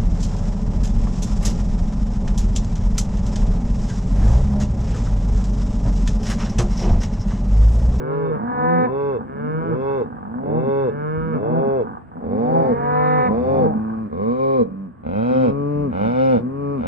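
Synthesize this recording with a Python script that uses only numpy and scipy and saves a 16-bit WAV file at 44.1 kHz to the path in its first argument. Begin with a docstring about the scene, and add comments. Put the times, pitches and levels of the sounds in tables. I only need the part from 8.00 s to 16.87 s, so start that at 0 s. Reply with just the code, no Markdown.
"""Cattle calling across a paddock

One cow bellows about once a second; a nasal cow and a close, closed-mouth cow answer, and two more bawl further off.
Every call is a train of vocal-fold closures, each a click and a puff of noise ringing in a throat.
Between the calls there are slow creaks and soft hoof falls, over a low murmur of far cattle and moving air.
Two microphone ports hear each direction differently; the tree line and the stubble return a thin echo."""
import sys
import numpy as np
from scipy import signal
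from scipy.fft import rfft, irfft, next_fast_len
from scipy.io import wavfile
from scipy.ndimage import uniform_filter1d

SR = 44100
rng = np.random.default_rng(int(sys.argv[2]) if len(sys.argv) > 2 else 0)


def output_pcm(signal):
    """Save a mono or channel-first signal as 16-bit PCM at the path in sys.argv[1].

    Samples are clipped to [-1, 1] before scaling.
    """
    pcm = np.clip(np.atleast_2d(signal).T, -1, 1) * 32767
    wavfile.write(sys.argv[1], SR, np.round(pcm).astype(np.int16))


N = 391166
TIME = np.arange(N) / SR
RING_SIZE = 2048   # samples for which one closure rings
RING_HZ = np.arange(RING_SIZE // 2 + 1) * SR / RING_SIZE

NOISY_ABOVE_HZ = 1350   # where the breath noise reaches the set rasp
FLUTTER, FLUTTER_PER_S = .003, 22   # the pitch trembles by this share, this often
RATTLE = .008   # extra unevenness of slack folds, as a share of a cycle
HOARSE_DB, HOARSE_LAG = 5, .05   # strong-weak beat of fully slack folds, and its delay as a share of a cycle
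JAW_RING_Q = 7.2   # sharpness of the resonance set by the jaw
SWEEP_WIDTH = 0.1   # half-width of the gliding resonance, as a share of its frequency
CATCH_S = 0.041   # how long the voice falters to each side of the catch
JAW_WIDER_S, JAW_WIDE_S, TURNS_TO_FRONT_S = 4, 7, 6   # when the bellowing cow changes jaw and place
CLOSE_ECHO_DB, DISTANT_ECHO_DB = -14.5, -7.5   # how strongly the tree line is fed
NEAR_SCATTER_DB = -1   # treble thrown back by stubble and flanks round a close cow
CUTOFF_HZ = 12400


def from_db(db):
    """Turn decibels into gain."""
    return 10 ** (np.asarray(db) / 20)


def at_hz(table, hz, axis=1):
    """Read a column of a table along log frequency."""
    table = np.array(table, float)
    return np.interp(np.log(hz + 1), np.log(table[:, 0]), table[:, axis])


def ramp(x):
    """Step smoothly from 0 to 1."""
    return np.sin(np.pi / 2 * np.clip(x, 0, 1)) ** 2


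def band_pass(x, band_hz):
    """Keep only the sound within a band."""
    return signal.sosfilt(signal.butter(2, band_hz, "band", fs=SR, output="sos"), x)


def causal(db):
    """Give these gains a minimum-phase response: it rings only after it is struck."""
    cepstrum = irfft(np.log(from_db(db)))
    cepstrum[..., 1:RING_SIZE // 2] *= 2
    cepstrum[..., RING_SIZE // 2 + 1:] = 0
    return np.exp(rfft(cepstrum))


def ports(x, direction, lag_s):
    """Sound bends round the housing and reaches each port with its own phase and strength; the treble just lags."""
    size = next_fast_len(N + RING_SIZE)
    hz = np.arange(size // 2 + 1) * SR / size
    lead = at_hz(direction, hz, axis=1) * np.minimum(hz / direction[0][0], 1)
    lead -= 2 * np.pi * lag_s * np.maximum(hz - direction[-1][0], 0)
    level_difference_db = at_hz(direction, hz, axis=2)
    # Each port takes half of the difference, in opposite senses
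    half = from_db(level_difference_db / 2) * np.exp(.5j * lead)
    return irfft(rfft(x, size) * np.array([half, 1 / half]), size)[:, :N]


# How the two ports hear the left: (frequency [Hz], lead of the left port [rad], left minus right level [dB])
FROM_LEFT_SIDE = [(100, -0.8, 1), (260, -1.3, -3), (500, -1.9, -1), (750, -2.4, -1), (1020, -2.6, 3),
                  (1250, -4.0, -3), (1500, -5.0, -5), (2100, -6.1, -4), (3000, -6.1, 2)]


def from_left(x):
    """Place a sound on the left, where the herd is."""
    return ports(x, FROM_LEFT_SIDE, lag_s=.0005)


def gesture(row, ease, drop, drop_s, drop_bend, swelling, attack_s, attack_db, release_s, release_db,
            push_db, closing_db, sweep_hz, sweep_db, edge_db):
    """Pitch climbs and flattens as the voice swells and the mouth moves; then pitch collapses and the mouth closes.

    Rows: (time [s], pitch [Hz], level [dB], mouth [dB], gliding resonance [Hz], its lift [dB], top treble [dB])."""
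    start, length, start_hz, top_hz, climb, level_db, swell_db, mouth_db, opening_db = row
    t = np.linspace(0, length, 100)
    left = length - t
    along = t / length

    to_climb = np.clip(1 - along / climb, 0, 1) ** ease
    collapse = np.clip(1 - left / drop_s, 0, 1) ** drop_bend
    pitch = (top_hz - (top_hz - start_hz) * to_climb) * (1 - drop * collapse)

    unswollen = 1 - ramp(along / swelling)
    onset_db = attack_db * np.maximum(1 - t / attack_s, 0)
    ending_db = release_db * np.maximum(1 - left / release_s, 0)
    last_push_db = push_db * ramp(np.sqrt(collapse))
    level = level_db - swell_db * unswollen + last_push_db - onset_db - ending_db
    mouth = mouth_db - opening_db * unswollen - closing_db * collapse

    glide_hz = np.interp(along, [0, 1], sweep_hz)
    glide_db = np.interp(along ** 2, [0, 1], sweep_db)
    return np.transpose([start + t, pitch, level, mouth, glide_hz, glide_db, -edge_db * unswollen])


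def trail_off(call, tail_s=0.044, sag=0.64, drop_db=10, shut_db=14):
    """After a call the folds flap on briefly, slower and softer, while the mouth shuts."""
    s, hz, level_db, mouth_db, *rest = call[-1]
    return [*call, (s + tail_s, hz * sag, level_db - drop_db, mouth_db - shut_db, *rest)]


def closures(call, jitter, slack_jitter=0.008):
    """Times at which the folds snap shut; they tremble, and beat unevenly at low pitch and when it collapses."""
    s, hz = np.transpose(call)[:2]
    t = np.arange(s[0], s[-1], 1 / SR)
    pitch = uniform_filter1d(np.interp(t, s, hz), size=1000, mode="nearest")   # muscles round off every bend
    knots = np.arange(s[0], s[-1] + 1, 1 / FLUTTER_PER_S)
    tremble = 1 + FLUTTER * np.interp(t, knots, rng.standard_normal(len(knots)))
    cycles = np.cumsum(pitch * tremble) / SR + rng.random()
    at = np.flatnonzero(np.diff(np.floor(cycles)))   # one closure per whole cycle

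    falling = np.clip(-np.gradient(np.log(pitch))[at] * SR / 4, 0, 1) ** 2
    loose = 1 - pitch[at] / pitch.max()
    late = HOARSE_LAG * loose * (np.arange(len(at)) % 2)   # every other beat
    unevenness = jitter + RATTLE * loose + slack_jitter * falling
    return t[at] + (late + unevenness * rng.standard_normal(len(at))) / pitch[at]


def tract_db(throat, pitch, mouth_db, sweep_hz=500, sweep_db=0, edge_db=0, spacing_hz=735,
             reflection=.5, top_db_per_octave=-20):
    """Throat colour, with one gliding resonance and a row of upper tube resonances that wander as the mouth moves."""
    spacing = spacing_hz * (1 + .005 * np.cumsum(rng.standard_normal(pitch.shape), axis=0))
    tube_db = -20 * np.log10(np.abs(1 - reflection * np.exp(2j * np.pi * RING_HZ / spacing)))
    upper = np.clip(RING_HZ / 1500 - 1, 0, 1)
    opening = 1 - 1 / (1 + (RING_HZ / 600) ** 4)   # an open mouth lets the upper resonances out
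    gliding_db = sweep_db / (1 + ((RING_HZ / sweep_hz - 1) / SWEEP_WIDTH) ** 2)
    edge = np.clip(RING_HZ / 3000 - .8, 0, 1)   # harder closures add the top treble
    low_cut_db = -10 * np.log10(1 + (55 / (RING_HZ + 10)) ** 6)
    top_db = top_db_per_octave * np.log2(np.maximum(RING_HZ / throat[-1][0], 1))
    moving_db = tube_db * upper + mouth_db * opening + gliding_db + edge_db * edge
    return at_hz(throat, RING_HZ) + moving_db + low_cut_db + top_db


def moo(call, throat, jitter, rasp, doubling_db=0, puff_s=0.009, fade_s=0.005):
    """One call: each closure is a click and a puff of turbulence, both ringing in the throat."""
    call = trail_off(call)
    s, *columns = np.transpose(call)
    when = closures(call, jitter)
    when = when[when > 0]
    pitch, level_db, *mouth = (np.interp(when, s, c)[:, None] for c in columns)

    start, fraction = np.divmod(when * SR, 1)
    click = np.exp(-2j * np.pi * RING_HZ / SR * fraction[:, None])   # placed between samples
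    dying = np.exp(-np.arange(RING_SIZE) / SR / puff_s)
    puff = rfft(rng.standard_normal((len(when), RING_SIZE)) * dying / np.linalg.norm(dying))
    turbulence = rasp * (RING_HZ / NOISY_ABOVE_HZ) ** 2   # the treble is the noisiest part
    source = (click + turbulence * puff) / np.sqrt(1 + turbulence ** 2 / 2)

    fade = np.clip(np.minimum(when - s[0], s[-1] - when) / fade_s, 0, 1)[:, None]
    hoarse_db = HOARSE_DB * (1 - pitch / pitch.max())
    shimmer_db = (2 * rasp + hoarse_db / 2) * rng.standard_normal(pitch.shape)
    # A hoarse voice alternates strong and weak closures
    shimmer_db += (doubling_db + hoarse_db) * (-1) ** np.arange(len(when))[:, None]
    # Slower closures are stronger, so that each harmonic keeps its level
    strength = fade * from_db(level_db + shimmer_db) * SR / (np.sqrt(2) * pitch)

    pulses = irfft(source * strength * causal(tract_db(throat, pitch, *mouth)))
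    out = np.zeros(N + SR)
    for i, pulse in zip(start.astype(int), pulses):
        out[i:i + RING_SIZE] += pulse
    return out[:N]


def jaw_ring(x, hz, db):
    """The set of the jaw lifts one resonance for the length of a call."""
    peak = signal.iirpeak(hz, JAW_RING_Q, fs=SR)
    return x + (from_db(db) - 1) * signal.lfilter(*peak, x + 1e-18)   # the tiny offset keeps the filter fast


def ringing_moos(table, habit, throat, **voice):
    """All calls of one table, each with its own jaw resonance."""
    total = np.zeros(N)
    for *row, ring_hz, ring_db in table:
        total += jaw_ring(moo(gesture(row, **habit), throat, **voice), ring_hz, ring_db)
    return total


# A habit shapes all calls of one voice. Times end in _s, levels in _db.
# ease: how the climb flattens; drop: share of pitch lost at the end; drop_bend: how sharply it bends;
# swelling: share of the call spent swelling; attack/release: how much softer the very start and end are;
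# push: last push of air; closing: treble lost as the mouth closes;
# sweep: one resonance and its lift, from start to end; edge: how much the top treble grows
NASAL_HABIT = dict(
    ease=1.8, drop=.2, drop_s=.11, drop_bend=2, swelling=0.56,
    attack_s=0.06, attack_db=16, release_s=0.044, release_db=15, push_db=4, closing_db=4.5,
    sweep_hz=(1840, 1180), sweep_db=(7, 2), edge_db=4.5)
# Nasal calls. Levels are before throat colour; a negative rise is a fall:
# (time [s], length [s], starting pitch [Hz], top pitch [Hz], share of the call spent climbing,
#  level [dB], swell up to it [dB], mouth opening as treble lift [dB], rise of that opening on the way [dB])
NASAL_CALLS = [ (-0.22, 0.62, 122.4, 158.9, 0.87, -27, 9.2, -0.68, 6),
               (1.23, 0.55, 122.8, 165.3, 0.89, -25.5, 7.5, 0, 3),
               (2.76, 0.64, 128.7, 161.9, .92, -25, 6.9, 0.088, 6),
               (4.66, 0.59, 133.8, 153.5, 0.86, -22.5, 6.2, -1.1, 2), ]
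# Colour of the nasal throat: (frequency [Hz], level [dB])
NASAL_COLOUR = [(80, -24), (155, -2), (310, -15.5), (470, -3.5), (630, -17.5), (780, -19.5), (950, -16.5),
                (1100, -13), (1450, -23), (1720, -26), (1930, -46), (2200, -35), (2600, -47), (3000, -54.5)]


def nasal_cow():
    """Steady folds ring in a nasal throat, with little breath noise."""
    return sum(moo(gesture(row, **NASAL_HABIT), NASAL_COLOUR, jitter=.0006, rasp=.09) for row in NASAL_CALLS)


def catch(call, share, dip_db):
    """Partway through, the voice shifts register: its body drops out briefly while the rasp goes on."""
    s, hz, level_db, mouth_db, *rest = call.T
    dip = dip_db * np.exp(-((s - s[0] - share * (s[-1] - s[0])) / CATCH_S) ** 2)
    return np.transpose([s, hz, level_db - dip, mouth_db + dip / 2, *rest])


# Colour of a throat behind a shut mouth: (frequency [Hz], level [dB])
SHUT_MOUTH_COLOUR = [(70, -18.5), (140, -1), (180, -5.5), (232, 8), (285, -2.5), (340, -11.5), (430, -14.5),
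                     (570, -12), (750, -29.5), (950, -28), (1130, -20), (1300, -35), (1700, -58.5),
                     (2500, -48), (3200, -74.5), (4300, -71)]


def closing_grunt(s, length_s=.085, first_hz=85, last_hz=52, level_db=-39, fade_db=5):
    """The last air of a bellow leaves through a shut mouth."""
    rows = [(s, first_hz, level_db, 0), (s + length_s, last_hz, level_db - fade_db, 0)]
    return moo(rows, SHUT_MOUTH_COLOUR, jitter=.01, rasp=.1)


BELLOW_HABIT = dict(
    ease=1.8, drop=0.31, drop_s=.15, drop_bend=3.5, swelling=0.64,
    attack_s=0.12, attack_db=9.5, release_s=0.02, release_db=15, push_db=-2, closing_db=4,
    sweep_hz=(585, 473), sweep_db=(2, 9), edge_db=6.5)
# The insistent cow starts as a rattle, catches, swells into full voice and drops. Columns of the nasal calls, then
# (jaw resonance [Hz], its lift [dB], share of the call at which the voice catches, dip there [dB],
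#  spacing of the upper resonances at the start [Hz], at the end [Hz])
BELLOW_CALLS = [ (-0.16, 0.5, 74.6, 140.9, .7, -28.5, 0.54, 2.5, 21, 1070, 4, .4, 1.8, 910, 895),
                (0.745, 0.44, 81.96, 140.3, .6, -26, 1.1, 4.5, 13, 1113, 3.5, 0.26, 2.2, 884, 867),
                (1.59, 0.45, 81.9, 138, .66, -25.5, 1, 6, 16.5, 1013, 2.5, 0.55, 3.1, 857, 947),
                (2.41, 0.5, 73.58, 137.7, .61, -23.5, 5.4, 3, 3, 575, 3.7, .42, 2.5, 925, 910),
                (3.31, 0.53, 72.93, 135.9, .65, -25, 5.9, 0.5, -1, 651, 12, 0.49, 3.2, 870, 835),
                (4.2, 0.55, 58.97, 133.9, .69, -22.5, 7.7, -0.5, 0.5, 764, 4.8, .53, 5, 892, 910),
                (5.219, 0.46, 80.37, 133.2, .65, -21.5, 6.4, 1, -2, 687, 7.8, 0.45, 5.2, 935, 900),
                (6.089, 0.554, 63.3, 134.5, .654, -19.5, 10, -0.5, -1.5, 1105, 9.6, .49, 6.4, 713, 800),
                (7.025, 0.49, 61.67, 130.3, .7, -23, 7, 0, 0, 1080, 2, .5, 3.2, 668, 660),
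                (7.895, 0.5, 69.5, 132.6, .69, -21.5, 10, 0.5, -7.5, 840, 2.1, .48, 6.6, 726, 716),
                (8.769, 0.61, 59.8, 137.4, 0.62, -21, 11, 7, 1.5, 244, 1.9, .47, 6, 735, 705), ]
# Her throat as the jaw opens, from narrow to wide: (frequency [Hz], level [dB])
NARROW_JAW_COLOUR = [(70, -16.5), (140, -6.5), (275, -8), (335, -9.5), (415, 1), (460, -0.5), (550, -9),
                     (600, -16), (680, -17.5), (740, -28), (830, -9.5), (890, -29.5), (970, -16.5),
                     (1100, -18.5), (1220, -30), (1550, -28.5), (1850, -52), (2200, -36), (2450, -55.5),
                     (2640, -43), (2950, -72.5), (3300, -54), (3700, -55), (4500, -71), (6200, -74.5)]
WIDER_JAW_COLOUR = [(70, -4.5), (130, -12), (170, -4.5), (240, 3), (310, -20.5), (400, -5.5), (460, 1),
                    (530, -4), (600, -16), (670, -15.5), (800, -13.5), (910, -31), (1060, -16.5),
                    (1350, -35.5), (1600, -35.5), (1850, -49), (2250, -38.5), (2800, -60), (3200, -58),
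                    (3700, -55.5), (6300, -71.5)]
WIDE_JAW_COLOUR = [(70, -0.5), (130, -5.5), (170, -3.5), (228, 6), (265, 0.5), (300, -13), (380, -15),
                   (450, -5), (520, 0), (660, -10), (790, -6), (1050, -21), (1400, -17), (1600, -27),
                   (1820, -45), (2230, -30), (2550, -38), (3100, -45.5), (3950, -49), (4400, -58),
                   (5100, -57), (6000, -63.5), (8000, -72)]


def bellowing_cow():
    """Her jaw opens as she keeps on, her upper resonances slide as her neck stretches; later bellows come from the front."""
    left, front = np.zeros(N), np.zeros(N)
    for *row, ring_hz, ring_db, catch_at, catch_db, first_spacing_hz, last_spacing_hz in BELLOW_CALLS:
        begins = row[0]
        if begins < JAW_WIDER_S:
            throat = NARROW_JAW_COLOUR
        elif begins < JAW_WIDE_S:
            throat = WIDER_JAW_COLOUR
        else:
            throat = WIDE_JAW_COLOUR
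        place = left if begins < TURNS_TO_FRONT_S else front
        call = catch(gesture(row, **BELLOW_HABIT), catch_at, catch_db)
        spacing_hz = np.linspace(first_spacing_hz, last_spacing_hz, len(call))
        call = np.column_stack([call, spacing_hz])
        place += jaw_ring(moo(call, throat, jitter=.0016, rasp=.16, fade_s=.03), ring_hz, ring_db)
        place += closing_grunt(call[-1][0])
    return left, front


# Level of the murmur, to which its colour is added: (time [s], level [dB])
MURMUR_LEVEL = [(0, -60), (3.9, -59.5), (4.05, -63), (4.6, -57), (5.7, -58), (6.1, -60.5), (6.95, -66.5),
                (7.5, -59), (8.87, -58.5)]
# Colour of the murmur: (frequency [Hz], level [dB])
MURMUR_COLOUR = [(25, -36), (45, -12), (80, -3), (240, -4), (400, -15.5), (1650, -24.5), (2000, -37),
                 (3000, -50.5), (6500, -69.5), (8400, -50), (9000, -71)]


def wash():
    """Far cattle and moving air blur into a low murmur: coloured noise, half from the herd's side, half from all round."""
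    size = next_fast_len(N)
    hz = np.arange(size // 2 + 1) * SR / size
    colour = from_db(at_hz(MURMUR_COLOUR, hz)) * np.sqrt(SR / 2)
    noise = irfft(rfft(rng.standard_normal((3, size))) * colour, size)[:, :N]
    level = from_db(np.interp(TIME, *np.transpose(MURMUR_LEVEL)))
    return level * (from_left(noise[2]) + noise[:2]) / np.sqrt(2)


BAWL_HABIT = dict(
    ease=3, drop=0.021, drop_s=0.019, drop_bend=2.1, swelling=0.78,
    attack_s=0.15, attack_db=-2, release_s=0.0095, release_db=4, push_db=-0.5, closing_db=10,
    sweep_hz=(900, 2340), sweep_db=(-1.5, 7), edge_db=2.5)
# Calls in a broken, upper register. Columns of the nasal calls, then (jaw resonance [Hz], its lift [dB])
BAWL_CALLS = [ (0.3, 0.57, 222.7, 251.6, 1, -20.5, 33.2, 0.88, -15, 1567, 7.8),
              (4.619, 0.67, 213.6, 251.7, .91, -24.5, 9.4, 8.4, 6, 2040, 4.5), ]
# Colour of the bawling throat: (frequency [Hz], level [dB])
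BAWL_COLOUR = [(120, -24.5), (250, -9.5), (500, -1), (750, -3), (1000, -3.5), (1250, -12.5), (1500, -25),
               (1750, -21), (2050, -34), (2500, -41), (2800, -52), (3200, -66.5), (3900, -48),
               (4600, -60.5), (5600, -87.5), (6500, -72.5)]


def high_bawling_cow():
    """The voice has broken into its upper register, so the folds close about twice as fast."""
    return ringing_moos(BAWL_CALLS, BAWL_HABIT, BAWL_COLOUR, jitter=.004, rasp=.15, fade_s=.03)


RISING_HABIT = dict(
    ease=1.3, drop=.24, drop_s=0.093, drop_bend=2.5, swelling=0.9,
    attack_s=0.023, attack_db=5.5, release_s=0.082, release_db=18, push_db=8.5, closing_db=13.5,
    sweep_hz=(740, 815), sweep_db=(1, 2.5), edge_db=1)
# Rising calls further off. Columns of the nasal calls, then (jaw resonance [Hz], its lift [dB])
RISING_CALLS = [ (0.33, 0.52, 86.8, 172.9, .8, -16.5, 15.8, -10, -11, 336, 3.6),
                (1.33, 0.45, 90.8, 166.3, .75, -20, 13, -4.5, 9.5, 820, 1.7),
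                (2.13, 0.54, 72, 162.4, .88, -17, 24.3, 8.5, 12, 187, 4),
                (3.2, 0.46, 84.8, 165.6, 0.82, -15, 17, 5.5, 16.5, 809, 2.1),
                (4.15, 0.53, 78, 165.5, .8, -16, 19.5, 16, 11, 815, 2.2),
                (5.24, 0.51, 88, 160, 0.8, -17.5, 9, 13, 14.5, 802, 3.6), ]
# Colour of the rising cow's throat: (frequency [Hz], level [dB])
RISING_COLOUR = [(70, -30.5), (160, -8), (240, 1.5), (320, -17.5), (390, -23.5), (480, -14), (640, -19.5),
                 (800, -18.5), (950, -32), (1600, -52.5), (2100, -61), (3500, -96.5)]


def rising_cow():
    """A breathy voice climbs in pitch; strong and weak closures take turns."""
    return ringing_moos(RISING_CALLS, RISING_HABIT, RISING_COLOUR, jitter=.003, rasp=.22, doubling_db=1)


# Slow creaks of the distant cattle, before throat colour:
# (time [s], length [s], first pulse rate [Hz], last pulse rate [Hz], level [dB])
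CREAK_CALLS = [(0.367, 0.27, 48, 50, -45.5), (1.108, 0.11, 55, 48, -48.5), (1.797, .6, 52, 44, -51.5),
               (3.418, .55, 60, 50, -48.5), (4.087, 0.15, 38, 29, -56), (5.619, .36, 52, 57, -51)]
# Colour of the hollow throat: (frequency [Hz], level [dB])
CREAK_COLOUR = [(120, -13), (240, -0.5), (330, -24.5), (470, -0.5), (600, -19.5), (780, 5.5), (900, -3),
                (1200, -1), (1330, -15.5), (1510, -9.5), (1750, -20.5), (1920, -44), (3000, -59.5)]


def creaks():
    """Slack folds tick slowly and unevenly in a hollow throat."""
    total = np.zeros(N)
    for start, length, first_hz, last_hz, level_db in CREAK_CALLS:
        rows = [(start, first_hz, level_db, 0), (start + length, last_hz, level_db, 0)]
        total += moo(rows, CREAK_COLOUR, jitter=.09, rasp=1.1)
    return total


# Soft hoof falls on dry earth: (time [s], level [dB])
HOOF_FALLS = [(3.17, -31), (7.75, -36)]


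def hooves(thud_hz=(45, 130), decay_s=0.088):
    """A hoof presses a short, dull thud out of the ground: a dying burst of low noise."""
    push = np.zeros(N)
    for s, db in HOOF_FALLS:
        push += from_db(db) * (TIME > s) * np.exp(-np.abs(TIME - s) / decay_s)
    earth = band_pass(push * rng.standard_normal(N), thud_hz)
    return earth * np.sqrt(SR / 2 / (thud_hz[1] - thud_hz[0]))   # make up for the narrow band


HUM_HABIT = dict(
    ease=1.8, drop=0.25, drop_s=0.092, drop_bend=2.1, swelling=0.87,
    attack_s=0.25, attack_db=4.5, release_s=0.028, release_db=13.5, push_db=-3, closing_db=6,
    sweep_hz=(1100, 1190), sweep_db=(3, 1), edge_db=7)
# Close calls with the mouth shut. Columns of the nasal calls, then (jaw resonance [Hz], its lift [dB])
HUM_CALLS = [ (5.27, 0.36, 67.7, 98, 1, -38, -4, 3, -1, 87.5, 18),
             (5.551, 0.55, 99.26, 110.9, .7, -35, -4.5, 7.5, 5.5, 209, 4.5),
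             (6.629, 0.28, 91.4, 97.5, .7, -42.5, -2, 7.5, 0, 191.7, 14),
             (6.88, 0.23, 64.4, 78.7, .8, -54, 3, 6.5, 0, 1144, 11),
             (7.3, 0.61, 118.9, 146.2, 0.72, -22, 6.5, 3.1, -2, 419, 6.5),
             (7.75, 0.39, 81.96, 97.8, .8, -39, 0.5, 2.5, -2, 177, 12),
             (8.39, 0.43, 112.7, 141.6, 0.55, -25.5, 3, 7, 7, 431, 6.5), ]


def humming_cow():
    """Clean, low moos come through a shut mouth."""
    return ringing_moos(HUM_CALLS, HUM_HABIT, SHUT_MOUTH_COLOUR, jitter=.001, rasp=.08)


def scattered(x, t60, band_hz, gap_s):
    """Ground, bodies and trunks scatter a thin echo within a band, different at each port."""
    t = np.arange(SR) / SR
    sparse = rng.standard_normal((2, SR)) * (rng.random((2, SR)) < .02)
    scatter = sparse * from_db(-60 * t / t60) * (t > gap_s)
    scatter /= np.linalg.norm(scatter, axis=1, keepdims=True)
    return signal.fftconvolve(x, band_pass(scatter, band_hz), axes=1)[:, :N]


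# How the two ports hear three more directions:
# (frequency [Hz], lead of the left port [rad], left minus right level [dB])
FROM_HALF_LEFT_SIDE = [(140, -1.1, -1), (280, -1.2, -3.5), (420, -1.3, -2.5), (550, -1.7, 3),
                       (720, -2.2, 0), (970, -1.7, -3), (1400, -1.7, -2), (1800, -0.6, 0), (3000, -0.6, 2)]
FROM_THE_FRONT = [(100, -0.8, 1), (260, -1.5, -4), (520, -2.2, 1), (750, -2.8, 2), (1080, -2.4, 1),
                  (1450, -2.8, -4), (2200, -1.1, 2), (3000, 1.1, 3)]
FROM_CLOSE_BESIDE = [(140, -0.8, 1), (280, -0.7, -1), (430, -0.8, 8), (570, -3.6, 6), (800, -4.5, 2),
                     (1150, -4.5, -1), (1600, -4.7, -3), (2500, -7.1, 0)]


def scene():
    """Place every voice; distant ones feed the tree line's echo more than close ones."""
    distant = from_left(nasal_cow() + high_bawling_cow() + rising_cow() + creaks())
    bellows_left, bellows_front = bellowing_cow()
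    close = ports(bellows_left, FROM_HALF_LEFT_SIDE, lag_s=.0005)
    close += ports(bellows_front, FROM_THE_FRONT, lag_s=.00023)
    close += ports(humming_cow() + hooves(), FROM_CLOSE_BESIDE, lag_s=0)

    to_trees = from_db(DISTANT_ECHO_DB) * distant + from_db(CLOSE_ECHO_DB) * close
    tree_line = scattered(to_trees, t60=0.3, band_hz=(30, 2200), gap_s=.0052)
    stubble = from_db(NEAR_SCATTER_DB) * scattered(close, t60=0.082, band_hz=(1900, 7000), gap_s=.0015)
    return distant + close + tree_line + stubble + wash()


def record(dry):
    """Cut the top steeply."""
    return signal.sosfilt(signal.cheby2(12, 70, CUTOFF_HZ, fs=SR, output="sos"), dry)


dry = scene()
out = record(dry)
output_pcm(out)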